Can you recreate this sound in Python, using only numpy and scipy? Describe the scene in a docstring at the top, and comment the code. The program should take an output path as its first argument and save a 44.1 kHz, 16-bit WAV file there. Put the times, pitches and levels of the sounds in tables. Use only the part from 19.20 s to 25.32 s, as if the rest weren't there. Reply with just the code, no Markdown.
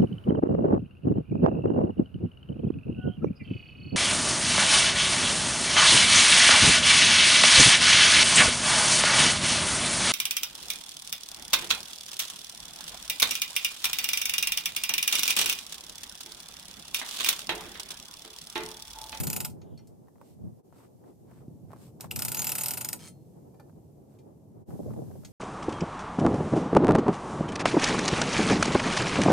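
"""Bright ratchet clicks ring out over a gust of wind: a hand winch on a steel skinning hoist, outdoors.
It is cranked in two runs. The pawl drops off each tooth and rings housing, wheel and mast; the drum
squeaks under load. Around the runs the handle rattles, the tackle clinks, boots crunch on gravel and
overalls scuff. Wind buffets the microphone, and something far off drones low."""
import sys
import numpy as np
from scipy import signal
from scipy.fft import rfft, irfft, next_fast_len
from scipy.io import wavfile
from scipy.ndimage import uniform_filter1d

SR = 44100
rng = np.random.default_rng(int(sys.argv[2]) if len(sys.argv) > 2 else 0)


def materialize(psi):
    """Save the field psi as 16-bit PCM at rate SR to the path in sys.argv[1].

    A 1-D psi becomes a single channel; in a 2-D psi each row is a channel.
    """
    bounded = np.clip(np.atleast_2d(psi).T, -1, 1)
    quanta = np.round(bounded * 32767).astype(np.int16)
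    wavfile.write(sys.argv[1], SR, quanta)


N = 269892
TIME = np.arange(N) / SR
RING = np.arange(8192) / SR  # seconds since a blow

# Tone curves. Each row: frequency in Hz, spectrum level in dB.
HISS_EQ = [(880, -37.5), (1500, -5.5), (3920, -4), (5880, 0), (11500, 1), (14200, 2), (16000, -18.5)]
DRONE_EQ = [(25, -41.5), (55, -15.5), (90, -3.5), (135, 3), (200, -3.5), (400, -12), (700, -21),
            (1000, -33), (1500, -53.5), (3000, -61)]
RUMBLE_EQ = [(20, -40.5), (55, -16.5), (90, 1), (135, 2), (220, -1.5), (320, -14), (700, -31.5),
             (2000, -66)]  # the wind's low end
FLUTTER_EQ = [(100, -20.5), (250, -1), (380, 1), (550, -5.5), (800, -10), (1500, -32.5), (6000, -65)]  # the wind's low mids
BUFFET_EQ = [(40, -45), (130, 6.5), (330, 8.5), (520, 5.5), (800, -7), (1200, -25.5), (3000, -71)]
CLOTH_EQ = [(500, -25.5), (2000, -5), (5000, -3), (6500, -5), (8200, 1), (11000, -7), (13500, -1.5),
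            (16000, -19.5)]
GRIT_EQ = [(300, -32), (900, 12), (2000, -1.5), (3500, -11.5), (9000, -61.5), (13500, -25), (16000, -53)]  # a sole dragged on gravel
TURF_EQ = [(50, -32), (150, 5), (390, -6), (600, -32), (2000, -59)]
STONE_EQ = [(200, -18.5), (600, 4.5), (1050, 0.5), (1900, -13.5), (3200, -30.5), (12000, -28)]
CRUNCH_EQ = [(300, -30.5), (800, 11), (1600, -2), (2600, -16.5), (4200, -12.5), (9000, -20.5), (13000, -12),
             (16000, -42.5)]
CLINK_EQ = [(400, 0), (1100, -4.5), (6500, 1), (11000, -10.5), (13500, -9), (16000, -20)]
HOUSING_EQ = [(450, -7), (800, -2), (1120, -6.5), (1380, 2.5), (1800, -4), (2700, -1), (3300, -5),
              (5000, 1.5), (6300, -3), (9600, 1), (10700, -9), (11900, -5), (12900, 11), (14300, 6),
              (15500, -14.5)]  # the winch housing's dense ring
TICK_EQ = [(500, -23), (1700, -9.5), (2700, -5), (3400, -10.5), (5000, 3.5), (6500, -0.5), (8500, 5.5),
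           (11300, -11.5), (13300, 9.5), (14500, 4), (16000, -28)]  # bare steel on steel
# Ringing steel parts. Each row: mode frequency in Hz, relative level in dB.
FRAME_MODES = [(581, 6), (1040, 0), (1180, 0), (1440, -1), (1760, -4), (2385, -3), (4549, -9)]
TACKLE_MODES = [(1300, -3), (2067, 2), (2400, 1.5), (3246, -1.5), (3800, 2.5), (4400, 6.5), (5211, 4),
                (6325, -7), (8020, 2), (9320, 2.5)]
HANDLE_MODES = [(1310, 1), (2266, 0.5), (3165, 3.5), (4237, 0), (5200, -1), (6336, 5), (8021, 4), (9313, 7)]
MAST_MODES = [(620, -67), (745, -58), (805, -64.5), (866.7, -57), (979.8, -60.5), (1308, -68.5)]
WHEEL_MODES = [(6751, -52.5), (7246, -55), (7816, -54.5), (8353, -63.5), (8648, -61), (9335, -44),
               (9676, -51.5), (10067, -53), (10245, -60), (12629, -66.5), (13151, -52), (13539, -61)]
# Fader rides for the background. Each row: time in seconds, level in dB.
HISS_LEVEL = [(0, -77), (1.5, -75.5), (4.1, -73.5), (5.44, -78.5), (5.5, -65), (6.12, -66.5)]
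DRONE_LEVEL = [(0, -74), (1.9, -59.5), (2.3, -52.5), (3.5, -50.5), (4.1, -53.5), (6.12, -55.5)]
# Gusts of wind. Each row: peak time, rise and fall in seconds, rumble and flutter levels in dB.
GUSTS = [(0.02, 0.091, 0.31, -34.5, -44.5), (0.55, 0.039, 0.024, -44, -54),
         (1.281, 0.13, 0.058, -42, -56.5), (2.4, 0.37, 0.32, -51, -72), (3.019, 0.16, 0.51, -41, -48.5),
         (5.62, 0.21, 0.11, -41.5, -51.5), (5.8, 0.23, 0.2, -38, -48)]
# One-shot hits. Each row: start in seconds, level in dB.
BUFFETS = [(5.487, -38.5), (5.553, -35.5), (5.592, -31), (5.602, -28), (5.659, -31.5), (5.71, -32),
           (5.763, -33.5), (5.775, -31.5), (5.788, -26.5), (5.819, -31.5), (5.832, -43), (5.904, -42),
           (5.954, -37.5)]  # eddies slap the microphone
FOOTFALLS = [(2.281, -32.5), (2.356, -47), (5.856, -44)]  # a heel lands on turf
STONES = [(0.8834, -48), (0.9567, -53.5), (1.0141, -42.5), (1.5258, -47), (1.8394, -51), (2.113, -48.5),
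          (2.5055, -44.5), (2.5325, -33), (2.8427, -32.5), (4.496, -50.5), (5.5059, -42.5), (5.706, -41),
          (5.7349, -44.5), (5.9126, -45.5), (6.034, -48.5)]  # stones knock under a boot
HOOK_KNOCKS = [(4.342, -64), (4.396, -51)]  # the hook bumps the frame
# Boots and overalls scuff. Each row: start and length in seconds, level in dB, grit share from 0 to 1.
SCUFFS = [(0.992, 0.18, -68.5, 0), (1.516, 0.18, -63.5, 0.64), (1.841, 0.096, -70, 0.58),
          (2.055, 0.2, -66.5, 0.77), (2.478, 0.11, -65, 0.9), (2.558, 0.16, -61.5, 0.22),
          (2.8, 0.077, -53, 0.6), (3.767, 0.12, -58, 0.27), (4.873, 0.13, -73, 0.63)]
# A boot twists. Each row: start and length in seconds, crackles per second, base level in dB.
SHUFFLES = [(5.49, .52, 100, -66.5)]
# Friction glides. Each row: start and length in seconds, first and last pitch in Hz, level in dB.
CABLE_SLIDES = [(0.397, 0.28, 3540, 2900, -81.5)]  # the cable whirs downward
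HIDE_RUBS = [(5.655, .045, 403.6, 615, -45)]  # the hide slips through a gripping glove
# Handle, hook and cable touch. Each row: start in seconds, level and relative treble in dB,
# pitch of the touched part in Hz, its ring in dB.
CLINKS = [(0.2996, -50, -6, 9320, -8), (0.416, -56.5, -37, 6530, -3), (0.5758, -57, -18, 4370, 4.5),
          (0.5902, -60, -51, 5630, 2), (0.672, -57, -3, 6800, -16.5), (3.882, -45, -12, 7700, -4),
          (4.988, -61, -23, 4380, -14), (6.0484, -43, -23, 6600, -3.5)]
# The released handle rattles. Each row: start and length in seconds, level in dB.
RATTLES = [(3.787, .095, -45)]
# The drum squeaks. Each row: start and length in seconds, pitch in Hz, level in dB.
SQUEAKS = [(3.159, 0.076, 6700, -32.5), (3.24, 0.086, 7300, -37.5), (3.388, 0.05, 6790, -38)]
# The pawl drops off a tooth. Each row: start in seconds, level in dB, tick trim and clank trim in dB.
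TEETH = [(0.0004, -14.5, -4.5, -27), (0.0345, -16, -3.5, -26.5), (0.0699, -15.5, 1, -27.5),
         (0.1006, -16.5, 4, -14), (0.1302, -16.5, 3.5, -6.5), (0.163, -14.5, 1, -6),
         (0.204, -15.5, 3, -10.5), (0.2483, -15, 0.5, -7.5), (2.808, -26, 5, -11.5),
         (2.9115, -18.5, -1.5, 3.5), (2.9604, -16, 2, -11), (2.9913, -16, 2.5, -23.5),
         (3.021, -14, 3, -21.5), (3.0496, -14.5, 3.5, -25), (3.0827, -15.5, 0.5, -8.5),
         (3.118, -15.5, 1, -19), (3.1457, -16.5, 2, -8.5), (3.1693, -22.5, -4, -14), (3.1917, -23, -1, -15),
         (3.219, -15.5, 1, -20), (3.2436, -20.5, 2.5, -16), (3.269, -17.5, 3.5, -11.5),
         (3.2924, -21, 0, -10.5), (3.3181, -16.5, 1.5, -7.5), (3.3529, -13.5, 0.5, -12.5),
         (3.3828, -12.5, -2, -11), (3.4093, -16.5, -1, -14), (3.4344, -18.5, 1.5, -16.5),
         (3.459, -19, 2, -20), (3.4832, -20.5, 4.5, -18), (3.5077, -19.5, 2.5, -23),
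         (3.5361, -17.5, 2, -22.5), (3.5733, -15.5, -5, -15), (3.6099, -15.5, -4, -12),
         (3.6471, -16, 3.5, -23), (3.688, -19, 7.5, -18.5), (3.7299, -17.5, 5, -21)]
# The housing's decay. Each row: frequency in Hz, seconds to fall 60 dB.
HOUSING_T60 = [(700, 0.16), (1500, 0.051), (3000, 0.081), (5500, 0.052), (7000, 0.07), (9500, 0.079),
               (14000, 0.056)]
# Faster cranking makes each click louder. Each row: frequency in Hz, dB for each extra tooth a second.
SPEED_BOOST = [(1800, 0.93), (5000, 1.07), (8500, 0.73), (13000, 1.05)]
# The ratchet's phase at the two microphone ports. Each row: frequency in Hz, left lead in radians.
PORT_LEAD = [(1050, 1.22), (2100, 0.58), (5000, -1.2), (7400, -1), (9500, -1.3), (11200, 0), (12600, -1.35),
             (15000, -1.5)]
# The ratchet's stereo balance. Each row: frequency in Hz, left minus right in dB.
PORT_BALANCE = [(400, 1), (1200, 3.5), (4400, 2), (9000, -1)]
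# The whole mix dips briefly. Each row: centre and half width in seconds, gain at the centre in dB.
DIPS = [(1.425, 0.028, -17), (5.452, 0.029, -17)]

USUAL_TEETH_PER_S, SLOWEST_TEETH_PER_S = 36.44, 34.65
TICK_DB, PAWL_DB, HOUSING_DB, WHEEL_DB, MAST_DB = -11, -6.5, -11.5, -18, -25.5  # layers of one click
REBOUND_S, REBOUND_DB = 0.0074, -14.5  # the pawl's single bounce


def amp(db):
    """Decibels to gain."""
    return 10 ** (np.asarray(db) / 20)


def unit(x):
    """Scales to rms 1."""
    return x / np.sqrt(np.mean(x ** 2) + 1e-20)


def read(points, hz):
    """Reads a curve on a log-frequency axis."""
    f, value = np.transpose(points)
    return np.interp(np.log(hz + 1), np.log(f + 1), value)


def colour(x, curve):
    """Minimum-phase EQ from a (Hz, dB) curve, so attacks stay sharp."""
    size = 4096
    cepstrum = irfft(np.log(amp(read(curve, np.fft.rfftfreq(size, 1 / SR)))))
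    cepstrum[1:size // 2] *= 2
    cepstrum[size // 2 + 1:] = 0
    taps = irfft(np.exp(rfft(cepstrum))).reshape((1,) * (x.ndim - 1) + (-1,))
    return signal.fftconvolve(x, taps, axes=-1)[..., :x.shape[-1]]


def pair(size, alike):
    """Stereo white noise with left-right correlation `alike`."""
    a, b = rng.standard_normal((2, size))
    return np.array([a, alike * a + np.sqrt(1 - alike ** 2) * b])


def wander(span_s):
    """Smooth random motion of rms 1 that changes within about span_s."""
    size = max(int(span_s * SR), 2)
    return unit(uniform_filter1d(uniform_filter1d(rng.standard_normal(N), size), size))


def noise(curve, size, alike):
    """Steady shaped stereo noise of rms 1."""
    return unit(colour(pair(size, alike), curve))


def rough_noise(curve, alike, depth_db, grain_s):
    """Shaped stereo noise of rms 1 whose level flickers."""
    return unit(colour(pair(N, alike) * amp(depth_db * wander(grain_s)), curve))


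def add(mix, s, sound):
    """Mixes a sound in at s seconds."""
    part = mix[:, max(round(s * SR), 0):][:, :sound.shape[-1]]
    part += sound[..., :part.shape[1]]


def blow(rise_s, t60):
    """Envelope of a hit: quick attack to 1, exponential decay."""
    shape = (1 - np.exp(-(RING / rise_s) ** 2)) * amp(-60 * RING / t60)
    return shape / shape.max()


def modes(table, t60, spread_db):
    """A struck part rings; each blow excites its modes a little differently."""
    hz, db = np.transpose(table)
    gain = amp(db + spread_db * rng.standard_normal(len(hz)))
    phase = 2 * np.pi * rng.random((len(hz), 1)) + 0.4 * rng.standard_normal((2, len(hz), 1))
    waves = gain[:, None] * np.sin(2 * np.pi * hz[:, None] * RING + phase)
    return unit(waves.sum(1)) * amp(-60 * RING / t60)


def outdoors(dry):
    """Gravel and a truck's side scatter a weak, short tail."""
    tail = rng.standard_normal((2, len(RING))) * blow(rise_s=0.018, t60=0.16)
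    return dry + amp(-16) * signal.fftconvolve(dry, tail / np.linalg.norm(tail[0]), axes=1)[:, :N]


def hiss():
    """A faint, wide bed of hiss from the open field and the microphone."""
    return noise(HISS_EQ, N, alike=0.018) * amp(np.interp(TIME, *np.transpose(HISS_LEVEL)))


def drone():
    """Something far off, perhaps traffic, drones low and dead centre."""
    return noise(DRONE_EQ, N, alike=1) * amp(np.interp(TIME, *np.transpose(DRONE_LEVEL)))


def wind():
    """Lumpy turbulence pushes the two ports partly against each other; gusts ride on a light breeze."""
    rumble_power, flutter_power = amp(-63) ** 2, amp(-59) ** 2  # the breeze
    for peak_s, rise_s, fall_s, rumble_db, flutter_db in GUSTS:
        since = TIME - peak_s
        gust = np.exp(-np.where(since < 0, (since / rise_s) ** 2, since / fall_s))
        rumble_power += (amp(rumble_db) * gust) ** 2
        flutter_power += (amp(flutter_db) * gust) ** 2
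    rumble = rough_noise(RUMBLE_EQ, alike=-0.47, depth_db=2.4, grain_s=0.02)
    flutter = rough_noise(FLUTTER_EQ, alike=-0.18, depth_db=3.3, grain_s=0.042)
    return rumble * np.sqrt(rumble_power) + flutter * np.sqrt(flutter_power)


def thuds(hits, curve, push_db, t60, alike, gain_db):
    """Dead hits with no ring: one push and a short puff of noise each."""
    out = np.zeros((2, N))
    push = amp(push_db) * signal.unit_impulse(len(RING))
    for s, db in hits:
        puff = pair(len(RING), alike) * amp(-60 * RING / t60)
        thud = colour(puff / np.linalg.norm(puff[0]) + push, curve)
        add(out, s, amp(db + gain_db) * thud / abs(thud).max())
    return out


def scuffs():
    """Strokes of canvas on canvas and soles on gravel, grainy from many small slips."""
    cloth = rough_noise(CLOTH_EQ, alike=0.09, depth_db=1.9, grain_s=0.00072)
    grit = rough_noise(GRIT_EQ, alike=0.19, depth_db=2, grain_s=0.0042)
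    out = np.zeros((2, N))
    for s, length, db, share in SCUFFS:
        stroke = np.sin(np.pi * np.clip((TIME - s) / length, 0, 1))
        out += amp(db) * stroke * (np.sqrt(1 - share) * cloth + np.sqrt(share) * grit)
    return out


def crunch():
    """Gravel shifts just before and after each stone's knock, and crackles under a twisting boot."""
    grains = np.zeros((2, N))
    for s, db in STONES:
        for offset_s in 0.018 * rng.standard_normal(10):
            add(grains, s + offset_s, amp(db - 17) * pair(size=1, alike=0.46))
    for s, length, per_s, db in SHUFFLES:
        for along, size in rng.random((round(per_s * length), 2)):
            crackle = amp(db + 22.2 * size ** 2) * rng.choice([-1, 1])
            add(grains, s + along * length, crackle * rng.uniform(.5, 1, (2, 1)))
    click = colour(signal.unit_impulse(len(RING)), CRUNCH_EQ)
    return colour(grains, CRUNCH_EQ) / abs(click).max()


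def slides(glides, grain_s):
    """Something slips under tension: a narrow band of noise that glides in pitch."""
    out = np.zeros((2, N))
    for s, length, first_hz, last_hz, db in glides:
        along = np.clip((TIME - s) / length, 0, 1)
        phase = 2 * np.pi * np.cumsum(first_hz + (last_hz - first_hz) * along) / SR
        whir = wander(grain_s) * np.sin(phase) + wander(grain_s) * np.cos(phase)
        out += amp(db) * np.sqrt(np.sin(np.pi * along).clip(0)) * whir
    return out


def hook_knocks():
    """The hook bumps the frame, which answers with a short, hollow ring."""
    out = np.zeros((2, N))
    for s, db in HOOK_KNOCKS:
        touch = noise(CRUNCH_EQ, len(RING), alike=.5) * blow(rise_s=.002, t60=.06)
        ring = modes(FRAME_MODES, t60=.075, spread_db=1) * (1 - np.exp(-RING / .002))
        add(out, s, amp(db) * (touch + ring))
    return out


def tackle_clinks():
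    """Loose steel parts touch lightly; the touched part adds its own note."""
    out = np.zeros((2, N))
    usual_treble = np.mean(np.array(CLINKS)[:, 2])
    for s, db, treble, hz, ring_db in CLINKS:
        knock = noise(CLINK_EQ, len(RING), alike=0.57) * blow(rise_s=0.00037, t60=0.11)
        ring = modes(TACKLE_MODES, t60=.08, spread_db=4)
        clink = colour(knock + ring, [(3000, 0.0083), (12000, 0.9 * (treble - usual_treble))])
        note = amp(ring_db) * modes([(hz, 0)], t60=.09, spread_db=1)
        add(out, s, amp(db - 5.5) * (clink / clink[:, :256].std() + note))
    return out


def handle_rattle(hits_per_s=170, last_mode_hz=4237, last_mode_t60=.6):
    """The loose handle chatters on its shaft, harder and harder, then stops; one mode rings on."""
    out = np.zeros((2, N))
    for s, length, db in RATTLES:
        count = int(hits_per_s * length)
        for along in (np.arange(count) + rng.random(count)) / count:
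            knock = noise(CLINK_EQ, len(RING), alike=0.68) * blow(rise_s=0.0003, t60=0.018)
            ring = amp(-7.5) * modes(HANDLE_MODES, t60=0.11, spread_db=2)
            add(out, s + along * length, amp(db + 4.3 * (along - 1.5)) * (knock + ring))
        fade = amp(db - 22.5 - 60 * TIME / last_mode_t60)
        add(out, s + length / 2, fade * np.sin(2 * np.pi * last_mode_hz * TIME))
    return out


def drum_squeaks():
    """Dry steel slips and sings on one mode of the wheel, wavering and climbing as the cable tightens."""
    out = np.zeros((2, N))
    waver = 0.0044 * wander(span_s=0.003)
    for s, length, hz, db in SQUEAKS:
        span = (TIME >= s) & (TIME < s + length)
        climb = 0.0087 * ((TIME[span] - s) / length - .5)
        phase = 2 * np.pi * np.cumsum(hz * (1 + climb + waver[span])) / SR
        add(out, s, amp(db) * np.hanning(span.sum()) * unit(np.sin([phase, phase + 1.76])))
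    return out


def ports(x):
    """Stereo placement: the microphone's two ports differ in phase and level, depending on pitch."""
    size = next_fast_len(N + 4096)
    hz, side = np.fft.rfftfreq(size, 1 / SR), np.array([[.5], [-.5]])
    response = np.exp(1j * side * read(PORT_LEAD, hz)) * amp(side * read(PORT_BALANCE, hz))
    return irfft(rfft(x, size) * response, size)[:, :N]


def housing_modes(count):
    """Dense modes of the winch housing, each dying at its own speed: one complex row a mode."""
    hz = 420 + (np.arange(count) + rng.random(count)) / count * 15200
    gain = amp(read(HOUSING_EQ, hz) + 3.1 * rng.standard_normal(count))
    pole = 2j * np.pi * hz - np.log(1000) / read(HOUSING_T60, hz)
    return (gain[:, None] / np.linalg.norm(gain) * np.exp(pole[:, None] * RING)).astype(np.complex64)


def winch_ring(shell, usual_mix, fresh_share=.3):
    """Housing, wheel and mast ring after a drop; each tooth strikes a slightly new mix of modes."""
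    fresh_mix = pair(len(shell), alike=0.4) + 1j * pair(len(shell), alike=0.4)
    weights = np.sqrt(2 * (1 - fresh_share)) * usual_mix + np.sqrt(fresh_share) * fresh_mix
    housing = amp(HOUSING_DB) * (weights.astype(np.complex64) @ shell).real
    detuned = [(hz * rng.normal(1, 0.0013), db) for hz, db in WHEEL_MODES]  # load shifts the modes
    wheel = amp(WHEEL_DB) * modes(detuned, t60=0.1, spread_db=4.5)
    mast = amp(MAST_DB) * modes(MAST_MODES, t60=0.13, spread_db=0.5)
    fast_attack, slow_attack = 1 - np.exp(-RING / 0.0014), 1 - np.exp(-RING / 0.0087)
    return (housing + wheel) * fast_attack + mast * slow_attack


def pawl_scrape(length_s=0.0044):
    """The pawl drags over the tooth's tip: a tiny rasp that swells until it lands."""
    swell = np.maximum(1 - RING[::-1] / length_s, 0)[-512:]
    return amp(-19) * swell * noise(HOUSING_EQ, len(swell), alike=0.62)


def pawl_clank():
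    """The pawl itself rings briefly, at a slightly different pitch each time."""
    hz = 2630 * rng.normal(1, 0.037)
    return np.sin(2 * np.pi * hz * RING) * blow(rise_s=0.00037, t60=.012)


def pawl_tick():
    """Steel lands on steel: a hard snap and a few milliseconds of chatter, coloured by the spot hit."""
    chatter = pair(len(RING), alike=0.98) * blow(rise_s=0.00032, t60=0.0087)
    snap = amp(10) * signal.unit_impulse(len(RING), round(.0002 * SR))
    bands_hz = np.arange(1500, 16000, 600)
    spot_eq = np.column_stack([bands_hz, 3.6 * rng.standard_normal(len(bands_hz))])
    tick = colour(colour(chatter + snap, TICK_EQ), spot_eq)
    return amp(TICK_DB) * tick / tick[:, :64].std()


def ratchet():
    """At each tooth the pawl scrapes, lands and bounces once; faster cranking clicks louder."""
    out, shell = np.zeros((2, N)), housing_modes(count=260)
    usual_mix = np.exp(2j * np.pi * rng.random(len(shell)))
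    speeds = np.maximum(1 / np.diff(np.array(TEETH)[:, 0], prepend=-1), SLOWEST_TEETH_PER_S)
    for (s, db, tick_db, clank_db), speed in zip(TEETH, speeds):
        tick = pawl_tick()
        clank = amp(PAWL_DB + clank_db) * pawl_clank()
        ring = winch_ring(shell, usual_mix)
        boost = [(hz, slope * (speed - USUAL_TEETH_PER_S)) for hz, slope in SPEED_BOOST]
        landing_s, rasp = s + 0.0005, pawl_scrape()
        add(out, landing_s - rasp.shape[1] / SR, amp(db) * rasp)
        add(out, landing_s, amp(db) * colour(amp(tick_db) * tick + clank + ring, boost))
        bounce = amp(db + REBOUND_DB) * (speed / USUAL_TEETH_PER_S) ** 2 * tick
        add(out, s + REBOUND_S * (.5 + rng.random()), bounce)
    return ports(out)


def scene():
    """Winch and footwork a few steps away, wind right at the microphone."""
    stones = thuds(STONES, STONE_EQ, push_db=-6.5, t60=0.039, alike=0.37, gain_db=1)
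    heels = thuds(FOOTFALLS, TURF_EQ, push_db=14, t60=.09, alike=.6, gain_db=0)
    buffets = thuds(BUFFETS, BUFFET_EQ, push_db=-9, t60=0.055, alike=-0.22, gain_db=2)
    cable, hide = slides(CABLE_SLIDES, grain_s=0.0008), slides(HIDE_RUBS, grain_s=.003)
    hoist = ratchet() + drum_squeaks() + tackle_clinks() + hook_knocks() + handle_rattle() + cable
    footwork = stones + crunch() + heels
    return outdoors(hoist + hide + footwork) + scuffs() + wind() + buffets + drone() + hiss()


def record(dry):
    """The level dips briefly twice, and a low-pass trims the top above 16 kHz."""
    dip_db = sum(db * np.clip(1 - abs(TIME - s) / width, 0, 1) for s, width, db in DIPS)
    lowpass = signal.firwin(401, 16000, window=("kaiser", 9), fs=SR)
    return signal.oaconvolve(dry * amp(dip_db), lowpass[None], "same")


dry = scene()
out = record(dry)
materialize(out)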